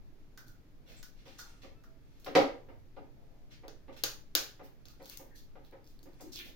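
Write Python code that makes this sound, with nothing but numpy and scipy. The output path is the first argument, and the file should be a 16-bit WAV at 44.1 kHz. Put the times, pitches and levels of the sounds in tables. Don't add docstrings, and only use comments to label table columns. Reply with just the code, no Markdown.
import sys
import numpy as np
from scipy import signal
from scipy.fft import rfft, irfft
from scipy.io import wavfile

SR = 44100
rng = np.random.default_rng(int(sys.argv[2]) if len(sys.argv) > 2 else 0)


def invert_db(level):
    return 10 ** (np.asarray(level, dtype=float) / 20)


def wav_out(sig):
    wavfile.write(sys.argv[1], SR, np.round(np.clip(np.atleast_2d(sig).T, -1, 1) * 32767).astype(np.int16))


N = 288855

# frequency in Hz, level in dB.
SHELL_TONE = [(120, -76), (200, -19), (335, 0.5), (368, -3.5), (485, -0.5), (715, -10), (844, -9),
              (926, -15.5), (1500, -6.5), (2050, -12.5), (4530, -4.5), (6200, -2.5), (7880, -11),
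              (15000, -9), (16500, -7.5)]

PORT_LAG = 11


def rms_one(x):
    return x / np.sqrt(np.mean(x ** 2) + 1e-20)


def at_hz(points, hz):
    points = np.array(points)
    return np.interp(np.log(hz), np.log(points[:, 0]), points[:, 1])


def band(x, low_hz, high_hz):
    edges_hz = [low_hz, min(high_hz, 0.45 * SR)]
    return signal.sosfilt(signal.butter(2, edges_hz, "band", fs=SR, output="sos"), x)


def colour(x, spectrum, size=4096):
    hz = np.arange(size // 2 + 1) * SR / size + 1
    cepstrum = irfft(np.log(invert_db(at_hz(spectrum, hz))))
    cepstrum[1:size // 2] *= 2
    cepstrum[size // 2 + 1:] = 0
    response = irfft(np.exp(rfft(cepstrum)))
    return signal.fftconvolve(x, [response / np.linalg.norm(response)], axes=1)[:, :N]


def ring(x, hz, t60):
    radius = invert_db(-60 / (t60 * SR))
    turn = 2 * np.pi * hz / SR
    return signal.lfilter([0, np.sin(turn)], [1, -2 * radius * np.cos(turn), radius * radius], x + 1e-18)


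def diffuse(size, gain):
    # frequency in Hz, likeness from 0 to 1.
    likeness = [(20, 0.098), (60, 1), (130, 0.49), (400, 0.63), (1000, 0.064), (16000, 0.02)]
    out = 0
    edges = 10 * 2 ** np.arange(0, 11.1, 0.5)
    white = rng.standard_normal((2, 2, size))
    for k, (low, high) in enumerate(zip(edges, edges[1:])):
        mid, side = band(white[k % 2], low, high)
        centre = np.sqrt(low * high)
        alike = np.clip(at_hz(likeness, centre), 0, 1)
        stereo = np.sqrt(1 + alike) * mid + np.sqrt(1 - alike) * side * [[1], [-1]]
        out = out + gain(centre) * stereo
    return out


def kitchen(x, build_ms):
    # frequency in Hz, t60 in seconds.
    decay = [(150, 0.22), (400, 0.38), (1040, 0.36), (2760, 0.34), (7280, 0.3)]
    t = np.arange(int(0.6 * SR)) / SR

    def envelope(hz):
        swell = 1 - np.exp(-1000 * t / build_ms * (hz / 1000) ** 0.6)
        return swell * invert_db(-60 * t / at_hz(decay, hz))

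    tail = diffuse(len(t), envelope)
    return signal.fftconvolve(x, tail / np.sqrt(np.sum(tail ** 2) / 2), axes=1)[:, :N]


def bursts(times, levels_db, lengths_ms, tops_hz=1e6):
    size = 4096
    out = np.zeros((*np.shape(levels_db)[:-1], N + size))
    noise = rng.standard_normal((len(times), size))
    age = np.arange(size) / SR * 2000 / np.maximum(lengths_ms, 0.1)[:, None]
    shape = age * np.exp(1 - age)
    for _ in range(4):
        spectrum = rfft(noise * shape ** 0.3)
        noise = irfft(spectrum / np.abs(spectrum))
    hz = np.arange(size // 2 + 1) * SR / size
    dulling = (1 + 1j * hz / np.reshape(tops_hz, (-1, 1))) ** -3
    noise = irfft(rfft(noise) * dulling) * np.sqrt(np.sum(shape ** 2, axis=1, keepdims=True))
    noise = noise * np.clip(3 - np.arange(size) / 1024, 0, 1)
    for k, s in enumerate(times):
        start = round(s * SR)
        out[..., start:start + size] += invert_db(levels_db[..., k, None]) * noise[k]
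    return out[..., :N]


def swells(rows, rest_db, rise_db_per_s, fall_db_per_s):
    s, peak_db = np.transpose(rows)[:, :, None]
    late = np.arange(N) / SR - s
    slopes = peak_db + np.where(late < 0, rise_db_per_s * late, -fall_db_per_s * late)
    return invert_db(np.maximum(slopes.max(axis=0), rest_db))


def hush():
    # frequency in Hz, level in dB.
    hush_tone = [(5.9, -30), (10, 14.5), (28, -1.5), (75, -13.5), (127, -10.5), (173, -18), (276, -15),
                 (453, -24), (1150, -34.5), (2000, -34.5), (2570, -40.5), (5080, -41), (11000, -52),
                 (15000, -27), (16500, -53)]
    noise = diffuse(N + SR, lambda hz: invert_db(at_hz(hush_tone, hz)))
    return invert_db(-53.5) * rms_one(noise[:, SR:])


def drone():
    # peak time in seconds, peak level in dB.
    drone_peaks = [
        (0.42, -58),
        (1.6, -63),
        (2.43, -52),
        (3.15, -64.5),
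        (4.08, -59),
        (6.38, -59.5),
    ]
    gain = swells(drone_peaks, rest_db=-71, rise_db_per_s=89.5, fall_db_per_s=78)
    return invert_db(-2.5) * gain * rms_one(ring(rng.standard_normal(N), 128, 0.45))


def clinks():
    # start in seconds, peak in dB, hollow pitch in Hz, click over 2.1 kHz in relative dB, ring t60 in
    # s.
    touches = [
        (0.375, -47, 1540, -7, 0.036),
        (1.0279, -52, 1490, 1, 0.039),
        (1.3885, -42.5, 1440, -14, 0.036),
        (1.8372, -53.5, 1390, -14, 0.027),
    ]
    # pitch ratio, level in dB.
    hollow_modes = [(0.901, -13), (0.998, -2), (1.13, -10.5), (1.3, -15)]
    s, level, hz, click, t60 = np.transpose(touches)
    hollow = 0
    for k in range(len(s)):
        push = bursts(s[k:k + 1], level[k:k + 1] - 31.0, [2.5])
        hollow = hollow + sum(invert_db(db) * ring(push, ratio * hz[k], t60[k]) for ratio, db in hollow_modes)
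    tick = band(bursts(s, level + click - 0.5, 1.4 + 0 * s), 2100, 25000)
    dry = hollow + colour(tick[None], SHELL_TONE)
    return invert_db(7.5) * dry + invert_db(14) * kitchen(dry, build_ms=0.66)


def whispers():
    # start in seconds, peak in dB, centre in Hz, length in seconds.
    slips = [(0.42, -59.5, 1470, 0.13), (0.96, -46, 7660, 0.035), (1.41, -54, 1420, 0.066),
             (1.502, -64.5, 1280, 0.11), (1.43, -57, 860, 0.056), (4.885, -59, 1300, 0.036),
             (5.3, -56.5, 1800, 0.056), (5.343, -54, 12100, 0.031)]
    return [(s, db, hz, 0.22, -35, length) for s, db, hz, length in slips]


def scrapes():
    # start in seconds, peak in dB, centre in Hz, length in seconds.
    strokes = [(0.461, -55.5, 5600, 0.051), (1.382, -34, 5430, 0.02), (4.887, -51.5, 4450, 0.025),
               (5.01, -52.5, 4700, 0.12), (5.346, -48.5, 4790, 0.05), (5.633, -59.5, 3860, 0.05),
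               (5.832, -61, 5000, 0.11), (6.204, -46, 6400, 0.036)]
    force_db, edge_db, edge_loss_per_db = -48.5, -12.5, 0.23
    return [(s, db, hz, 0.94, edge_db - edge_loss_per_db * (db - force_db), length)
            for s, db, hz, length in strokes]


def shell_parts(body, mid, edge):
    return band(body, 150, 1000) + band(mid, 1000, 7500) + band(edge, 7500, 19000)


def cracks():
    # start in seconds, peak in dB, body under 1 kHz in relative dB, edge over 7.5 kHz in relative dB,
    # left-right difference of the edge in dB, on top of the left port's fixed lead.
    fractures = [(0.4814, -50, -22, 0, 1), (2.199, -59, -22, 8, -5), (2.245, -33, -16, -6, -13),
                 (3.6805, -32, -2.5, -20, 18), (4.0364, -7.5, -19, -13.5, 11.5),
                 (4.351, -2.5, -24.5, -14.5, 13), (4.8541, -35, -19.5, -16, 0),
                 (5.0567, -35, -32, -10.5, 6), (5.097, -35, -40, -3, 8), (5.1724, -52, -2.5, 18.5, 3),
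                 (6.0291, -45, -11, -1.5, -7), (6.208, -42, -7, -2.5, -4), (6.3322, -33, -34, -11, -3)]
    s, level, body, edge, pan = np.transpose(fractures)
    ms = np.full(len(s), 1.27)
    sides = np.array([[1], [-1]])
    panned = level + 0.5 * sides
    port_edge = panned + edge + 10 + sides * (7.9 + pan / 2)
    direct = shell_parts(*[bursts(s, db, ms) for db in (panned + body + 14, panned, port_edge)])
    direct += invert_db(-14) * ring(direct, 4700, 0.0020)
    direct[1] = np.roll(direct[1], PORT_LAG)
    at_spot = np.arange(len(s)) % 3 == [[0], [1], [2]]
    spots = shell_parts(*[bursts(s, np.where(at_spot, level + rel, -200), ms)
                          for rel in (body + 13, 0, edge + 10)])
    echoes = sum(kitchen(part[None], build_ms=1.3) for part in spots)
    return colour(invert_db(-12.5) * direct + invert_db(-8.0) * echoes, SHELL_TONE)


def rubs():
    # start in seconds, peak in dB, edge over 11 kHz in relative dB, length in seconds.
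    strokes = [(0.856, -50.5, -19, 0.16), (1.141, -60, -26, 0.12), (1.24, -51, -21, 0.13),
               (1.61, -49.5, -23, 0.062), (2.083, -65.5, -24, 0.22), (3.5, -49.5, -25.5, 0.057),
               (3.921, -52.5, -20, 0.037), (3.96, -43, -17, 0.038), (4.628, -52.5, -7, 0.036),
               (5.094, -45.5, -11.5, 0.05), (6.439, -45, -13, 0.059)]
    return [(s, db, 2950, 1.9, edge_db, length) for s, db, edge_db, length in strokes]


def shifts():
    # start in seconds, peak in dB, centre in Hz, length in seconds.
    moves = [(0.86, -56.5, 573, 0.097), (2.623, -48.5, 78.8, 0.23), (3.1, -63.5, 630, 0.54),
             (6.018, -47, 300, 0.072), (6.216, -44, 300, 0.099), (6.319, -53.5, 287, 0.28),
             (6.448, -51, 550, 0.053)]
    return [(s, db, hz, 0.6, -35, length) for s, db, hz, length in moves]


def knocks():
    # start in seconds, peak in dB, slap in relative dB, top of the slap in Hz.
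    hard = [
        (1.258, -48.5, -5.5, 7100),
        (1.632, -44.5, -7, 6000),
        (2.261, -31, -7.5, 9000),
        (2.3506, -10, -9.5, 15300),
    ]
    # start in seconds, peak in dB.
    padded = [(2.685, -44), (2.964, -40), (3.632, -44), (3.880, -41), (4.592, -42), (4.998, -44.5),
              (5.194, -45), (5.553, -45.5), (5.723, -44.5), (6.056, -49.5), (6.197, -44.5)]
    # frequency in Hz, level in dB, t60 in seconds before damping.
    counter_modes = [(308, -8.5, 1), (347, -17.5, 0.15), (380, -11.5, 0.73), (479, 5.5, 0.18),
                     (537, 3, 0.49), (660, -34, 0.7), (730, -1, 0.47), (910, -36.5, 0.94), (1210, -6, 0.19),
                     (1148, -43, 0.24)]
    # frequency in Hz, level in dB per Hz.
    thump_tone = [(41, -89), (70, -46.5), (108, -56), (205, -10), (253, 6), (421, -10.5), (461, -5.5),
                  (623, -8), (1600, -20), (2080, -77.5), (3520, -120)]
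    # frequency in Hz, level in dB per Hz.
    slap_tone = [(530, -35.5), (900, -6), (1520, -18), (2080, -9.5), (2530, -14.5), (5070, -18.5),
                 (8350, -30.5), (15200, -30), (15900, -40.5), (16500, -96.5)]
    contact_ms, damping = 5.8, 0.12
    rows = np.array(hard + [(s, db, -7.5, 3130) for s, db in padded])
    out = 0
    for spot in range(3):
        s, level, slap, top_hz = rows[spot::3].T
        ms = np.full(len(s), contact_ms)
        push = bursts(s, level, ms)
        thump = invert_db(-6.5) * colour(push[None], thump_tone)
        modes = sum(invert_db(db - 31.5) * ring(push, hz, damping * t60) for hz, db, t60 in counter_modes)
        slaps = colour(bursts(s, level + slap + 3.5, 0.6 * ms, top_hz)[None], slap_tone)
        knock = invert_db(3.0) * band(push, 850, 1210)
        dry = band(thump + modes + slaps + knock, 100, 18000)
        out = out + invert_db(-11) * dry + kitchen(dry, build_ms=2.7)
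    return out


def stir(grains):
    # peak time in seconds, peak level in dB.
    moves = [
        (1.5, -64),
        (2.39, -64),
        (5.11, -67),
        (6.27, -68.5),
    ]
    gain = swells(moves, rest_db=-82.5, rise_db_per_s=44.5, fall_db_per_s=78.5)
    return invert_db(-4) * gain * rms_one(band(grains[::-1], 1200, 8700))


def squeak():
    # start in seconds, peak in dB, multiple of the pitch, length in seconds.
    partials = [
        (1.82, -69, 1, .19),
        (1.73, -75, 2, .1),
        (1.75, -77, 4, .09),
    ]
    s, level_db, multiple, length = np.transpose(partials)[:, :, None]
    t = np.arange(N) / SR
    swell = np.sin(np.pi * np.clip((t - s) / length, 0, 1))
    return np.sum(invert_db(level_db) * swell * np.sin(2 * np.pi * 657 * multiple * t), axis=0)


def snaps():
    # start in seconds, peak in dB, ring in Hz, edge over 8 kHz in relative dB.
    flake_rows = [(4.8847, -43.5, 4700, -11), (5.0214, -55, 4370, -7.5), (5.028, -52, 4330, -7),
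                  (5.046, -49, 4400, -13), (5.0794, -49, 4750, -2.5), (5.0924, -45, 4530, -5),
                  (5.1198, -45, 4430, -18), (5.1324, -50, 4260, -17), (5.141, -56, 4150, -3),
                  (5.6486, -54.5, 4030, -11.5), (5.7123, -61, 4000, -3), (5.8432, -56.5, 5000, -8),
                  (5.8556, -61, 4950, -18), (5.8666, -57, 4550, -20), (5.8746, -50, 5300, -13),
                  (5.9915, -51.5, 4400, -9.5), (6.133, -59, 4500, -12.5), (6.1424, -59, 4750, -8),
                  (6.359, -33, 5000, -7), (6.3744, -57, 4850, -15), (6.39, -33, 3700, -12),
                  (6.4794, -56, 3300, -6)]
    size = 400
    out = np.zeros(N)
    edges = rng.standard_normal((len(flake_rows), size))
    age = np.arange(size) / SR
    for (s, level_db, hz, edge_db), noise in zip(flake_rows, edges):
        flake = np.sin(2 * np.pi * hz * age) * np.exp(-age * hz / 3.5)
        flake += invert_db(edge_db + 11.5) * band(noise * np.exp(-age / 0.00051), 8100, 21000)
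        out[round(s * SR):][:size] += invert_db(level_db + 1.5) * flake
    return out


def tears():
    start_s, step_s, length_s = 6.318, 0.013, 0.021
    level_db, growth_db, edge_db = -38.5, -0.13, -16.5
    first_hz, sink_octaves, octaves = 5600, 0.21, 0.8
    return [(start_s + k * step_s, level_db + k * growth_db, first_hz / 2 ** (k * sink_octaves),
             octaves, edge_db, length_s) for k in range(7)]


def handling():
    sizes = invert_db(4.5 * np.minimum(rng.exponential(1, N), 5)) * rng.choice([-1, 1], N)
    grains = rms_one(sizes * (rng.random(N) < 1800 / SR))
    dry = np.zeros(N)
    for s, level_db, hz, octaves, edge_db, length in whispers() + scrapes() + rubs() + shifts() + tears():
        start = round(s * SR)
        part = grains[start:][:round(length * SR)]
        along = np.linspace(0, 1, len(part))
        low, high = hz / 2 ** (octaves / 2), hz * 2 ** (octaves / 2)
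        body = rms_one(band(band(part, low, high), low / 1.8, high * 1.5))
        edge = rms_one(band(part, 11000, 20000)) * invert_db(edge_db + 10.5)
        fade = np.minimum(8 * along, 1) * (1 - along ** 3)
        dry[start:][:len(part)] += invert_db(level_db - 12) * (body + edge) * fade
    dry += stir(grains)
    flakes = snaps()
    near = invert_db(-11) * dry + flakes
    echoes = kitchen((dry + invert_db(-8) * flakes)[None], build_ms=0.98)
    return np.array([near, np.roll(near, PORT_LAG)]) + invert_db(3.0) * echoes


def scene():
    return hush() + drone() + clinks() + cracks() + knocks() + squeak() + handling()


def band_limit(x):
    return signal.sosfilt(signal.butter(12, 16990, fs=SR, output="sos"), x)


def record(dry):
    x = dry
    for notch_hz, width_hz, depth in ((8060, 2300, 0.6), (11170, 2800, 0.75)):
        peak = signal.iirpeak(notch_hz, notch_hz / width_hz, fs=SR)
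        x = x - depth * signal.lfilter(*peak, x)
    x = signal.sosfilt(signal.butter(7, 16050, fs=SR, output="sos"), x)
    x = signal.sosfilt(signal.cheby2(12, 70, 17300, fs=SR, output="sos"), x)
    return band_limit(x)


dry = scene()
out = record(dry)
wav_out(out)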